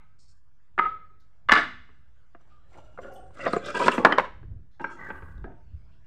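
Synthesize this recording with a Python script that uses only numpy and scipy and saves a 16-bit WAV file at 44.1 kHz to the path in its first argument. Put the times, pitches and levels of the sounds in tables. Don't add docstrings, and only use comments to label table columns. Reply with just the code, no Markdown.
import sys
import numpy as np
from scipy import signal
from scipy.fft import rfft, irfft
from scipy.io import wavfile
from scipy.ndimage import uniform_filter1d

SR = 44100
rng = np.random.default_rng(int(sys.argv[2]) if len(sys.argv) > 2 else 0)


def gain_from_db(level_db):
    decades = np.asarray(level_db, float) / 20
    return 10 ** decades


def to_wav(s):
    ch = np.atleast_2d(s).T
    pcm = np.round(np.clip(ch, -1, 1) * 32767)
    wavfile.write(sys.argv[1], SR, pcm.astype(np.int16))


N = 267290


def evened(x):
    return x / np.sqrt(np.mean(x ** 2) + 1e-20)


def level_at(points, hz):
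    f, value = np.transpose(points)
    return np.interp(np.log(hz + 1), np.log(f + 1), value)


def add(mix, s, sound):
    part = mix[round(s * SR):][:len(sound)]
    part += sound[:len(part)]


def coloured(x, points):
    gain = gain_from_db(level_at(points, np.fft.rfftfreq(len(x), 1 / SR)))
    return evened(irfft(rfft(x) * gain, len(x)))


def resonances(x, peaks):
    total = 0
    for hz, width, db in peaks:
        b, a = signal.iirpeak(hz, hz / np.clip(2.0 * width, 85, 2600), SR)
        total = total + gain_from_db(db) * signal.lfilter(b, a, signal.lfilter(b, a, x))
    return total


def drifting(count, size):
    once = uniform_filter1d(rng.standard_normal(count), size=size)
    return evened(uniform_filter1d(once, size=size))


def slips(count, per_s, spread_db):
    size = gain_from_db(spread_db * np.minimum(rng.exponential(1, count), 4))
    return size * rng.standard_normal(count) * (rng.random(count) < per_s / SR)


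def knock(row, wood, ring, contact_ms, rattle, top_hz):
    s, peak_db, crack_db, thud_db, note_hz = row
    t = np.arange(6000) / SR
    hz, width, db = np.transpose(list(wood) + [(note_hz, 90, 6)])
    luck = rng.standard_normal((len(hz), 3))
    t60 = np.clip(ring, .2, 4) * np.clip(2.2 / width, .012, .04)
    t60 = t60 * np.minimum(1, 1600 / hz)
    mode_db = db + 2 * luck[:, 0] + 10 * np.log10(width)
    fade = gain_from_db(mode_db[:, None] - 60 * t / t60[:, None])
    detuned = hz * (1 + .01 * luck[:, 1])
    phase = 2 * np.pi * detuned[:, None] * t + 1.2 * luck[:, 2:]
    modes = (fade * np.sin(phase)).sum(0)

    noise = rng.standard_normal((2, len(t)))
    dense = coloured(noise[0], [(200, -17.0), (700, 5.0), (1500, 11.5), (2500, -3.0), (3700, -21.0),
                                (5000, -34.0), (9000, -55.5), (11000, -85.0)])
    dense *= gain_from_db(-60 * t / (0.043 * np.minimum(ring, 1)))
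    u = t / (np.clip(contact_ms, .1, 12) / 1000)
    swell = (1 - np.exp(-u)) ** 2
    body = swell * (modes / abs(modes).max() + rattle * dense)
    body = signal.sosfilt(signal.butter(2, min(top_hz, 15000), fs=SR, output="sos"), body)

    crack = coloured(noise[1], [(2000, -28), (3500, 15.0), (6000, -5.0), (9000, -16.5),
                                (10500, -37), (15500, -29.5)])
    crack *= np.e * u * np.exp(-u) + 0.063 * gain_from_db(-60 * t / 0.044) * swell
    thud = coloured(noise[1], [(90, -17.0), (200, 11.5), (450, 6.0), (900, -42.5), (4000, -89.5)])
    thud *= gain_from_db(-60 * t / 0.077) * (1 - np.exp(-t / 0.00097))
    sound = 1.025 * body / abs(body).max() + gain_from_db(crack_db) * crack + gain_from_db(thud_db) * thud
    return s, gain_from_db(peak_db) * signal.sosfilt(signal.butter(3, 170, "high", fs=SR, output="sos"), sound)


def blows():
    # start in seconds, peak in dB, crack and thud in dB re peak, main note in Hz.
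    first_drop = [
        (0.779, -17, -54, -18, 1320),
        (0.789, -11.5, -55.5, -38, 2058),
        (0.794, -6, -55.5, -41, 1290),
    ]
    second_drop = [
        (1.487, -14.5, -27.5, -30.5, 1210),
        (1.493, -4, -35, -34, 1260),
        (1.51, -10.5, -26, -28, 1100),
        (1.518, -0.5, -19.5, -25.5, 1740),
        (1.522, -1, -17, -23, 2127),
        (1.535, -5, -18, -23, 1180),
        (1.553, -12, -15.5, -36.5, 1140),
        (1.562, -7.5, -31.5, -17.5, 1440),
        (1.574, -14, -15.5, -26, 2040),
        (1.89, -50.5, -35, -6.5, 1110),
    ]
    pull = [(2.348, -39.5, -47.5, -24, 344), (2.408, -56.5, -27, -15, 1240), (2.975, -34, -46, -27, 1377),
            (2.987, -27.5, -43, -38, 528), (3.046, -35.5, -39.5, -13, 537), (3.392, -32, -28, -30, 548),
            (3.461, -17.5, -37, -20, 1930), (3.466, -11.5, -34, -23.5, 537),
            (3.478, -16.5, -33.5, -16.5, 682), (3.533, -14.5, -24.5, -8.5, 1253),
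            (3.564, -17, -35.5, -6.5, 458)]
    stack = [(3.867, -16, -30, -8, 557), (3.8811, -1.5, -23.5, -18, 996), (3.916, -26, -9, -13.5, 960),
             (3.979, -14, -37.5, -5.5, 931), (4.048, 2.5, -38.5, -25, 660), (4.053, -2, -32, -14, 1030),
             (4.067, -11.5, -41.5, -7.5, 960), (4.123, -8.5, -25, -22, 1950), (4.178, -18, -28, -11, 1670),
             (4.183, -3.5, -22.5, -73, 1058), (4.195, -10.5, -38.5, -17.5, 827),
             (4.429, -47.5, -41, 2.5, 810)]
    lift = [
        (4.796, -34, -37.5, -15, 854),
        (4.842, -17, -63, -18.5, 924),
        (5.102, -24.5, -61, -8, 1580),
        (5.222, -38, -38, -3, 900),
        (5.379, -60, -2, -1, 1590),
        (5.441, -33, -35, 0, 957),
    ]
    # frequency in Hz, width in Hz, level in dB.
    wood_first = [(328, 360, -9.5), (927, 6.4, -1), (1246.6, 72, 6.5), (1410, 50, -5), (1740, 180, 1.5),
                  (2043, 83, -7.5), (2884, 61, -19.5), (2260, 6.7, -10), (3270, 28, -28.5)]
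    wood_second = [(660, 27, -13), (1200, 40, 0), (1400, 13, -5), (1729, 40, 1.5), (2023, 85, 3),
                   (2363, 130, -9), (2900, 37.4, -2.5), (3500, 46, -6), (3833, 170, -16),
                   (4360, 190, -17.5)]
    wood_pull = [(219.2, 23, -2.5), (528, 27, -5.5), (690, 28, 4.5), (1030, 89, -5.5), (1200, 240, 0),
                 (1670, 200, -10.5), (2090, 16, -9), (2740, 75, -20), (3600, 29, -42)]
    wood_stack = [(543, 86, 1.5), (1030, 12, -10.5), (1421, 8.1, 4), (1706.6, 71, -4), (1980, 20, -19),
                  (2740, 90, -11), (3050, 15, -17.5), (3285, 46, -27.5), (3670, 175.4, -26.5),
                  (4090, 340, -11)]
    wood_lift = [(353, 29, -0.5), (548, 58, 3), (882, 48, 11), (1274, 120, 9), (1580, 12, 16),
                 (2130, 66, -34), (2690, 250, -16), (3350, 200, -50.5), (4250, 26, -36)]
    ring = (1.5, 1.1, 2.1, 0.87, 1.1)
    contact_ms = (0.14, 1, 0.54, 0.89, 0.83)
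    rattle = (0.22, 0.31, 0.13, 0.29, 0.28)
    top_hz = (3800, 9000, 6000, 7000, 5000)
    echo_db = (-10, -8, -17, -16.5, -11)
    roof_db = (13, -12, -1.5, 3, -5)

    out = np.zeros(N)
    handlings = first_drop, second_drop, pull, stack, lift
    woods = wood_first, wood_second, wood_pull, wood_stack, wood_lift
    for i, (rows, wood) in enumerate(zip(handlings, woods)):
        struck = np.zeros(N)
        for row in rows:
            add(struck, *knock(row, wood, ring[i], contact_ms[i], rattle[i], top_hz[i]))
        out += in_shed(struck, echo_db[i], roof_db[i])
    gone = knock((0, -33, -25, -30, 2070), wood_first, 0.71, 0.86, rattle[0], top_hz[0])[1]
    add(out, 0, signal.fftconvolve(gone, shed_tail(roof_db[0]))[SR // 8:])
    return out


def slide(row, wood, grit_db, squeak, airy_db):
    # frequency in Hz, level in dB per Hz.
    grit_colour = [(1470, -27.5), (2500, -1.5), (5410, -8), (5660, -11), (7280, -9.5), (8880, -13),
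                   (10700, -51.5), (15500, -39)]
    # frequency in Hz, width in Hz, level in dB.
    grit_peaks = [(5920, 97, 8.5), (6220, 66, -22.5), (7240, 120, 9.5), (8500, 170, 0)]
    s, length, from_db, to_db, face_hz = row
    t = np.arange(0, length + 0.25, 1 / SR)
    ramp_db = (to_db - from_db) * (np.minimum(t / length, 1) - .5)
    release_db = 519 * np.maximum(t - length, 0)
    press_db = (from_db + to_db) / 2 - release_db
    grip = uniform_filter1d(uniform_filter1d(rng.standard_normal(len(t)), size=350), size=200)
    stutter = gain_from_db(1.7 * evened(grip))

    rubbed = slips(len(t), 3500, 2.3) * stutter
    modes = [(hz * (1 + .018 * rng.standard_normal()), width, db) for hz, width, db in wood]
    modes.append((face_hz, 45, 2.5))
    ringing = 0
    for mode in modes:
        shift = gain_from_db(1.5 * drifting(len(t), size=900))
        ringing = ringing + resonances(rubbed * shift, [mode])
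    dull = coloured(rubbed, [(70, -35.0), (150, 6.0), (400, 5.5), (1800, -5.5), (4000, -34.5),
                             (8000, -52.5), (11000, -76.5)])
    board = evened(ringing) + 0.59 * dull

    dust = slips(len(t), 12000, 1.36) * np.sqrt(stutter) * gain_from_db(2.7 * drifting(len(t), size=350))
    finest = gain_from_db(airy_db) * coloured(dust, [(8500, -28.5), (10000, 0.5), (15500, 4.0)])
    grit = coloured(dust, grit_colour) + squeak * evened(resonances(dust, grit_peaks)) + finest
    grit_gain = gain_from_db(grit_db + 0.45 * ramp_db)
    rise_s = 0.045 if to_db > from_db else .011
    onset = np.minimum(t / rise_s, 1)
    return s, gain_from_db(press_db) * (gain_from_db(ramp_db) * board + grit_gain * grit) * onset


def strokes():
    # start in seconds, length in seconds, pressure in dB at start and at end, face note in Hz.
    ease = [
        (2.383, 0.25, -72, -80.5, 340),
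        (2.661, 0.13, -76.5, -51.5, 1354),
        (2.78, 0.22, -67, -72, 630),
    ]
    drag = [
        (3.0, .085, -48, -48, 558),
        (3.085, 0.32, -49.5, -70, 519),
    ]
    shove = [
        (3.32, 0.15, -62, -30, 560),
        (3.49, 0.07, -41.5, -33.5, 509),
    ]
    shuffle = [
        (3.61, 0.096, -40.5, -36.5, 560),
        (3.738, 0.044, -29, -34.5, 1575),
        (3.79, 0.082, -24.5, -29.5, 979),
        (3.9, 0.0847, -33, -42.5, 1005),
    ]
    seat = [
        (3.99, 0.065, -29, -36.5, 477),
        (4.08, 0.05, -27.5, -29.5, 964),
    ]
    grasp = [
        (4.8, 0.067, -29.5, -54.5, 870),
        (4.859, 0.12, -47, -56, 1334),
    ]
    carry = [
        (4.96, 0.14, -46.5, -45.5, 1950),
        (5.119, 0.3, -47, -65, 1600),
    ]
    settle = [
        (5.45, 0.21, -49.5, -77, 698),
        (5.82, 0.21, -78, -77, 660),
    ]
    # frequency in Hz, width in Hz, level in dB.
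    face_ease = [(320.4, 65, 8), (660, 410, 6), (1590, 25, -6), (2200, 41, -1), (2810, 40, -3.5)]
    face_drag = [(390, 140, -7), (1110, 40, -11), (1397, 64, -9.5), (2840, 110, -24), (3460, 41, -29)]
    face_shove = [(307, 64, -13.5), (1320, 200, -5.5), (1580, 26, -10.5), (1980, 220, -16),
                  (3412, 110, -25.5)]
    face_shuffle = [(450, 207, -9), (1242, 110, -6.5), (1550, 68, -3.5), (1950, 32, -10.5),
                    (2400, 87, -10.5), (2626, 120, -13.5), (3036, 72.6, -16.5), (3347, 120.2, -15)]
    face_seat = [(213, 40, -6), (343, 164, -3), (830, 120, -3.5), (1140, 33, 2), (1163, 27, -10),
                 (1960, 108.4, -32.5)]
    face_grasp = [(310, 36, 0.5), (940, 24, -1), (1274, 33, -4.5), (1600, 40, -11), (2730, 62, -19.5)]
    face_carry = [(900, 100, -5.5), (1186, 160, -2), (1522, 78, 3.5), (1940, 66, -6), (2890, 50, -23),
                  (3260, 60, -33)]
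    face_settle = [(300, 120, -2), (950, 40, -4), (1537, 70, -21)]
    grit_db = (-11.5, -25, -16, -15.5, -37, -29, -26, -39)
    squeak = (0.47, 0.58, 0.18, 0.079, 0.11, 0.14, 0.088, 0.091)
    airy_db = (-17, -14, -38.5, -28.5, -25, -23, -6.5, -27.5)

    out = np.zeros(N)
    movements = ease, drag, shove, shuffle, seat, grasp, carry, settle
    faces = face_ease, face_drag, face_shove, face_shuffle, face_seat, face_grasp, face_carry, face_settle
    for rows, *surface in zip(movements, faces, grit_db, squeak, airy_db):
        for row in rows:
            add(out, *slide(row, *surface))
    return out


def catch(s, dies_s, db, hz, width):
    t = np.arange(12000) / SR
    snag = slips(len(t), 6000, 2.5)
    fade = gain_from_db(db - 20 * t / np.maximum(dies_s, .004))
    onset = np.minimum(t / (0.0012 + 0.15 * abs(dies_s)), 1)
    return s, fade * onset * evened(resonances(snag, [(hz, width / 2, 0)]))


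def snags():
    # start in seconds, decay in seconds, rms in dB, frequency in Hz, width in Hz.
    ease = [
        (2.726, .02, -60, 1900, 900),
        (2.742, 0.012, -53, 1980, 900),
        (2.768, 0.068, -72, 6000, 700),
        (2.785, 0.026, -66.5, 3020, 500),
        (3.026, 0.054, -47, 1600, 199.4),
        (3.028, 0.035, -58, 3000, 500),
        (3.13, 0.17, -66, 8500, 199),
        (3.15, 0.072, -59, 3020, 120),
        (3.303, 0.029, -59, 900, 700),
        (3.342, 0.019, -63, 8200, 2588),
    ]
    shove = [(3.391, 0.12, -46.5, 2730, 149), (3.394, 0.1, -37.5, 1980, 150), (3.411, .05, -58, 4890, 302),
             (3.435, 0.017, -46, 3600, 905), (3.434, 0.024, -52, 5500, 1500),
             (3.454, 0.022, -32.5, 2680, 500), (3.461, 0.065, -45.5, 3600, 302),
             (3.528, 0.019, -39, 4150, 695), (3.527, 0.014, -45.5, 8500, 900),
             (3.545, 0.009, -56.5, 7300, 890), (3.564, 0.017, -44.5, 7220, 500),
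             (3.574, 0.013, -47, 7200, 500), (3.577, 0.016, -44, 2400, 302)]
    shuffle = [(3.64, 0.037, -42, 3560, 505), (3.658, 0.01195, -43, 7500, 2480),
               (3.658, 0.047, -40.5, 3550, 900), (3.679, 0.062, -31, 1380, 308),
               (3.701, .01, -48, 7400, 2490), (3.75, .03, -34, 2730, 400), (3.752, 0.027, -44.5, 4600, 500),
               (3.79, 0.013, -33, 3870, 1998), (3.791, .01, -43, 7900, 2005), (3.792, 0.07, -29, 700, 500),
               (3.824, 0.022, -40, 4800, 1600), (3.838, 0.034, -28, 2520, 250),
               (3.869, 0.027, -32, 4000, 1800), (3.87, 0.023, -44, 7900, 1790),
               (3.916, 0.0241, -29, 2740, 503), (3.916, .01, -40, 7750, 2400),
               (3.931, .05, -46, 7900, 2194), (3.94, .05, -48.5, 5860, 702)]
    seat = [
        (4.075, 0.012, -48.5, 3000, 900),
        (4.123, 0.018, -24.5, 3050, 200),
        (4.122, 0.0097, -36, 4870, 500),
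        (4.135, 0.038, -29.5, 1260, 500),
        (4.148, 0.017, -40, 1890, 700),
        (4.184, 0.04, -21, 800, 700),
    ]
    carry = [(4.796, 0.0084, -47, 2600, 895), (4.807, 0.017, -46, 1900, 702),
             (4.81, 0.16, -67.5, 5500, 300), (4.83, 0.25, -72, 4250, 200), (4.86, 0.21, -65, 3320, 250),
             (4.9, 0.21, -71, 6520, 200), (4.9, 0.092, -70, 7320, 120), (5.008, 0.039, -42.5, 1945, 152),
             (5.039, 0.034, -41, 1930, 150), (5.15, 0.032, -70, 3280, 304), (5.156, 0.12, -73, 2870, 100),
             (5.156, 0.034, -48, 1540, 147), (4.512, 0.03, -54, 300, 250)]
    scattered = [(1.518, .03, -50, 12500, 2500), (3.13, 0.044, -63, 12500, 2500),
                 (3.53, .015, -64.5, 21000, 2500), (3.8, .04, -71, 20000, 2500),
                 (3.93, 0.081, -62, 11750, 2500), (4.05, 0.017, -53.5, 12500, 2350),
                 (4.122, 0.0155, -28.5, 1320, 340), (3.64, 0.16, -48.5, 5200, 1800),
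                 (3.47, .06, -47.5, 4700, 900), (4.184, 0.03, -33.5, 2500, 890),
                 (4.057, 0.029, -14, 860, 690), (.8, 0.16, -44.5, 460, 300), (1.555, .06, -26, 680, 100),
                 (2.77, 0.05, -54, 880, 230), (5.06, .09, -43, 1700, 300), (5.443, 0.042, -53, 950, 780),
                 (4.07, .1, -26, 380, 250), (3.98, .04, -27.5, 604, 700), (3.155, 0.04, -63, 3400, 100),
                 (2.5, 0.205, -61, 1200, 86), (1.1, 0.13, -67.5, 370, 90), (.8, 0.17, -56, 3300, 990)]
    out = np.zeros(N)
    for row in ease + shove + shuffle + seat + carry + scattered:
        add(out, *catch(*row))
    return out


def sing(s, length, hz, db):
    t = np.arange(12000) / SR
    swell = drifting(len(t), size=round(SR / 45 / 2))
    waver = drifting(len(t), size=400)
    tone = gain_from_db(2.4 * swell) * np.sin(2 * np.pi * hz * t + 1.1 * waver)
    fade_db = -7 * t / length - 519 * np.maximum(t - length, 0)
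    shape = np.minimum(t / 0.0043, 1) * gain_from_db(fade_db)
    return s, gain_from_db(db) * np.sqrt(2) * tone * shape


def singing_faces():
    # start in seconds, length in seconds, frequency in Hz.
    notes_sung = [(2.765, .19, 1370), (2.8, .17, 2850), (2.765, .15, 620), (3.025, .1, 1450),
                  (3.742, .045, 980), (3.745, .035, 1560), (3.795, .048, 980), (3.095, .2, 750),
                  (5.445, .11, 700), (5.47, .16, 904), (5.5, .12, 590), (5.44, .03, 1660),
                  (5.47, .08, 1500)]
    sung_db = (-66, -74.5, -59.5, -57, -31.5, -30.5, -27, -50, -55.5, -64.5, -65, -52, -68)
    out = np.zeros(N)
    for row, db in zip(notes_sung, sung_db):
        add(out, *sing(*row, db))
    return out


def brush(s, length, db, pitch):
    # frequency in Hz, width in Hz, level in dB.
    skin_peaks = [(4316, 85, -3.5), (4560, 120, 5), (5260, 510, 1.5), (6950, 49, 6), (7620, 37, -9),
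                  (8840, 190, -7.5)]
    t = np.arange(0, length, 1 / SR)
    skin = slips(len(t), 9000, 2.0)
    bands = evened(resonances(skin, [(hz * pitch, width, level) for hz, width, level in skin_peaks]))
    broad = coloured(skin, [(2500 * pitch, -30), (4200 * pitch, 0), (8500 * pitch, -4), (10500 * pitch, -35)])
    stroke = np.sin(np.pi * (t / length) ** 0.41)
    return s, gain_from_db(db) * stroke * (.6 * bands / max(pitch, 1) ** 3 + broad)


def fingertips():
    # start in seconds, length in seconds, level in dB, pitch factor.
    touches = [
        (0.187, 0.108, -68, 0.98),
        (0.28, 0.066, -69, 1),
        (1.198, 0.07, -78.5, 0.83),
        (2.495, 0.09, -78.5, 0.54),
        (3.116, 0.1, -71, 1.18),
        (4.711, 0.12, -81.5, 0.77),
        (4.9, 0.088, -70, 1.1),
        (5.095, 0.35, -79.5, 1.9),
        (5.915, 0.087, -80, 0.61),
    ]
    out = np.zeros(N)
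    for row in touches:
        add(out, *brush(*row))
    return out


def shed_tail(roof_db=0.0):
    # frequency in Hz, t60 in seconds.
    decay = [(150, 0.54), (400, 0.32), (1040, 0.32), (1800, 0.39), (2760, 0.42), (7280, 0.39),
             (14000, 0.18)]
    taps = np.zeros(SR)
    at = np.arange(300, SR - 20, 20)
    taps[at + rng.integers(0, 20, len(at))] = rng.choice([-1., 1.], len(at))
    taps *= 1 + 1.2 * np.exp(-((np.arange(SR) / SR - .065) / .014) ** 2)
    hz, t, z = signal.stft(taps, SR, nperseg=256)
    fade_db = -60 * t / np.maximum(level_at(decay, hz), .05)[:, None]
    late = gain_from_db(-17 + fade_db / 1.9)
    tail = signal.istft(z * (gain_from_db(fade_db) + late), SR, nperseg=256)[1]
    tail = tail + resonances(tail, [(1290, 45, roof_db)])
    return tail / np.linalg.norm(tail)


def in_shed(sound, echo_db, roof_db=0.0):
    return sound + gain_from_db(echo_db) * signal.fftconvolve(sound, shed_tail(roof_db))[:N]


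def chirp():
    # start in seconds, level in dB, first and last frequency in Hz, length in seconds.
    call = (1.197, -75, 6000, 3800, .016)
    s, db, from_hz, to_hz, length = call
    t = np.arange(0, length, 1 / SR)
    note = signal.chirp(t, from_hz, length, to_hz) * np.hanning(len(t))
    return s, gain_from_db(db) * note * (1 + rng.standard_normal(len(t)))


def patchy(colour, size, patch_db):
    frames, hz = N * 4 // size + 6, np.fft.rfftfreq(size, 1 / SR)
    a, b, patches = rng.standard_normal((frames, len(hz), 3)).T
    patches = evened(uniform_filter1d(uniform_filter1d(patches, 8, 0), 10, 1))
    db = level_at(colour, hz)[:, None] + patch_db * patches
    noise = signal.istft((a + 1j * b) * gain_from_db(db), nperseg=size, noverlap=size * 3 // 4)[1]
    return evened(noise[:N])


def air():
    # time in seconds, level in dB.
    gusts = [(0.0, -62), (0.661, -69), (0.79, -52.5), (1.401, -67.5), (1.53, -45.5), (1.62, -55.5),
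             (2.182, -65), (3.4, -52), (4.07, -53.5), (4.25, -56.5), (4.54, -39), (4.759, -62.5),
             (5.42, -41), (5.65, -57), (5.72, -48), (6.06, -60.5)]
    # frequency in Hz, level in dB per Hz.
    rumble_colour = [(8.8, -37), (15, -13), (38, 9.5), (87, 5.5), (152, -2), (216, -13), (700, -34),
                     (1000, -80.5)]
    # time in seconds, peak in dB, frequency in Hz.
    bumps = [
        (1.526, -31, 35),
        (4.454, -41, 90),
        (4.51, -36.5, 86.7),
        (4.565, -42, 92),
        (5.239, -40, 79.2),
        (5.36, -34.5, 51.4),
        (5.428, -36, 60.3),
        (5.744, -31.5, 72.6),
    ]
    s, db = np.transpose(gusts)
    out = gain_from_db(np.interp(np.arange(N) / SR, s, db)) * patchy(rumble_colour, size=2048, patch_db=1.3)
    t = np.arange(-.03, .05, 1 / SR)
    bump_shape = np.exp(-(t / np.where(t < 0, .008, .017)) ** 2)
    for at, peak_db, hz in bumps:
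        add(out, at - .03, -gain_from_db(peak_db) * np.cos(2 * np.pi * hz * t) * bump_shape)
    return out + gain_from_db(-70.5) * patchy(rumble_colour, size=4096, patch_db=3.5)


def yard():
    # time in seconds, level in dB.
    wash_level = [(0, -73.5), (.4, -80), (.6, -77.5), (2.699, -73), (4.55, -80), (5.6, -74), (6.06, -72.5)]
    # frequency in Hz, level in dB per Hz.
    wash_colour = [(88, -32), (150, -18.5), (533, -18.5), (777, -19), (1540, -14.5), (1830, -21),
                   (9000, -41.5), (11700, -65.5)]
    # frequency in Hz, level in dB per Hz.
    hiss_colour = [(3000, -18), (5000, 3.5), (9000, -1.5), (10500, -1.5), (15500, -10)]
    s, db = np.transpose(wash_level)
    wash = gain_from_db(np.interp(np.arange(N) / SR, s, db)) * patchy(wash_colour, size=1024, patch_db=4.0)
    return wash + gain_from_db(-94) * patchy(hiss_colour, size=1024, patch_db=4.0)


def scene():
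    rubbing = strokes() + fingertips()
    add(rubbing, *chirp())
    catching = snags() + singing_faces()
    mix = blows() + in_shed(rubbing, -11.0) + in_shed(catching, -15.5)
    return (mix + air() + yard())[None]


def band_limit(x):
    return signal.sosfilt(signal.butter(12, 15830, fs=SR, output="sos"), x)


def record(dry):
    limited = dry / (1 + abs(dry / .72) ** 6) ** (1 / 6)
    limited = signal.oaconvolve(limited, signal.firwin(255, 15830, fs=SR)[None], "same")
    return band_limit(limited + .0057)


dry = scene()
out = record(dry)
to_wav(out)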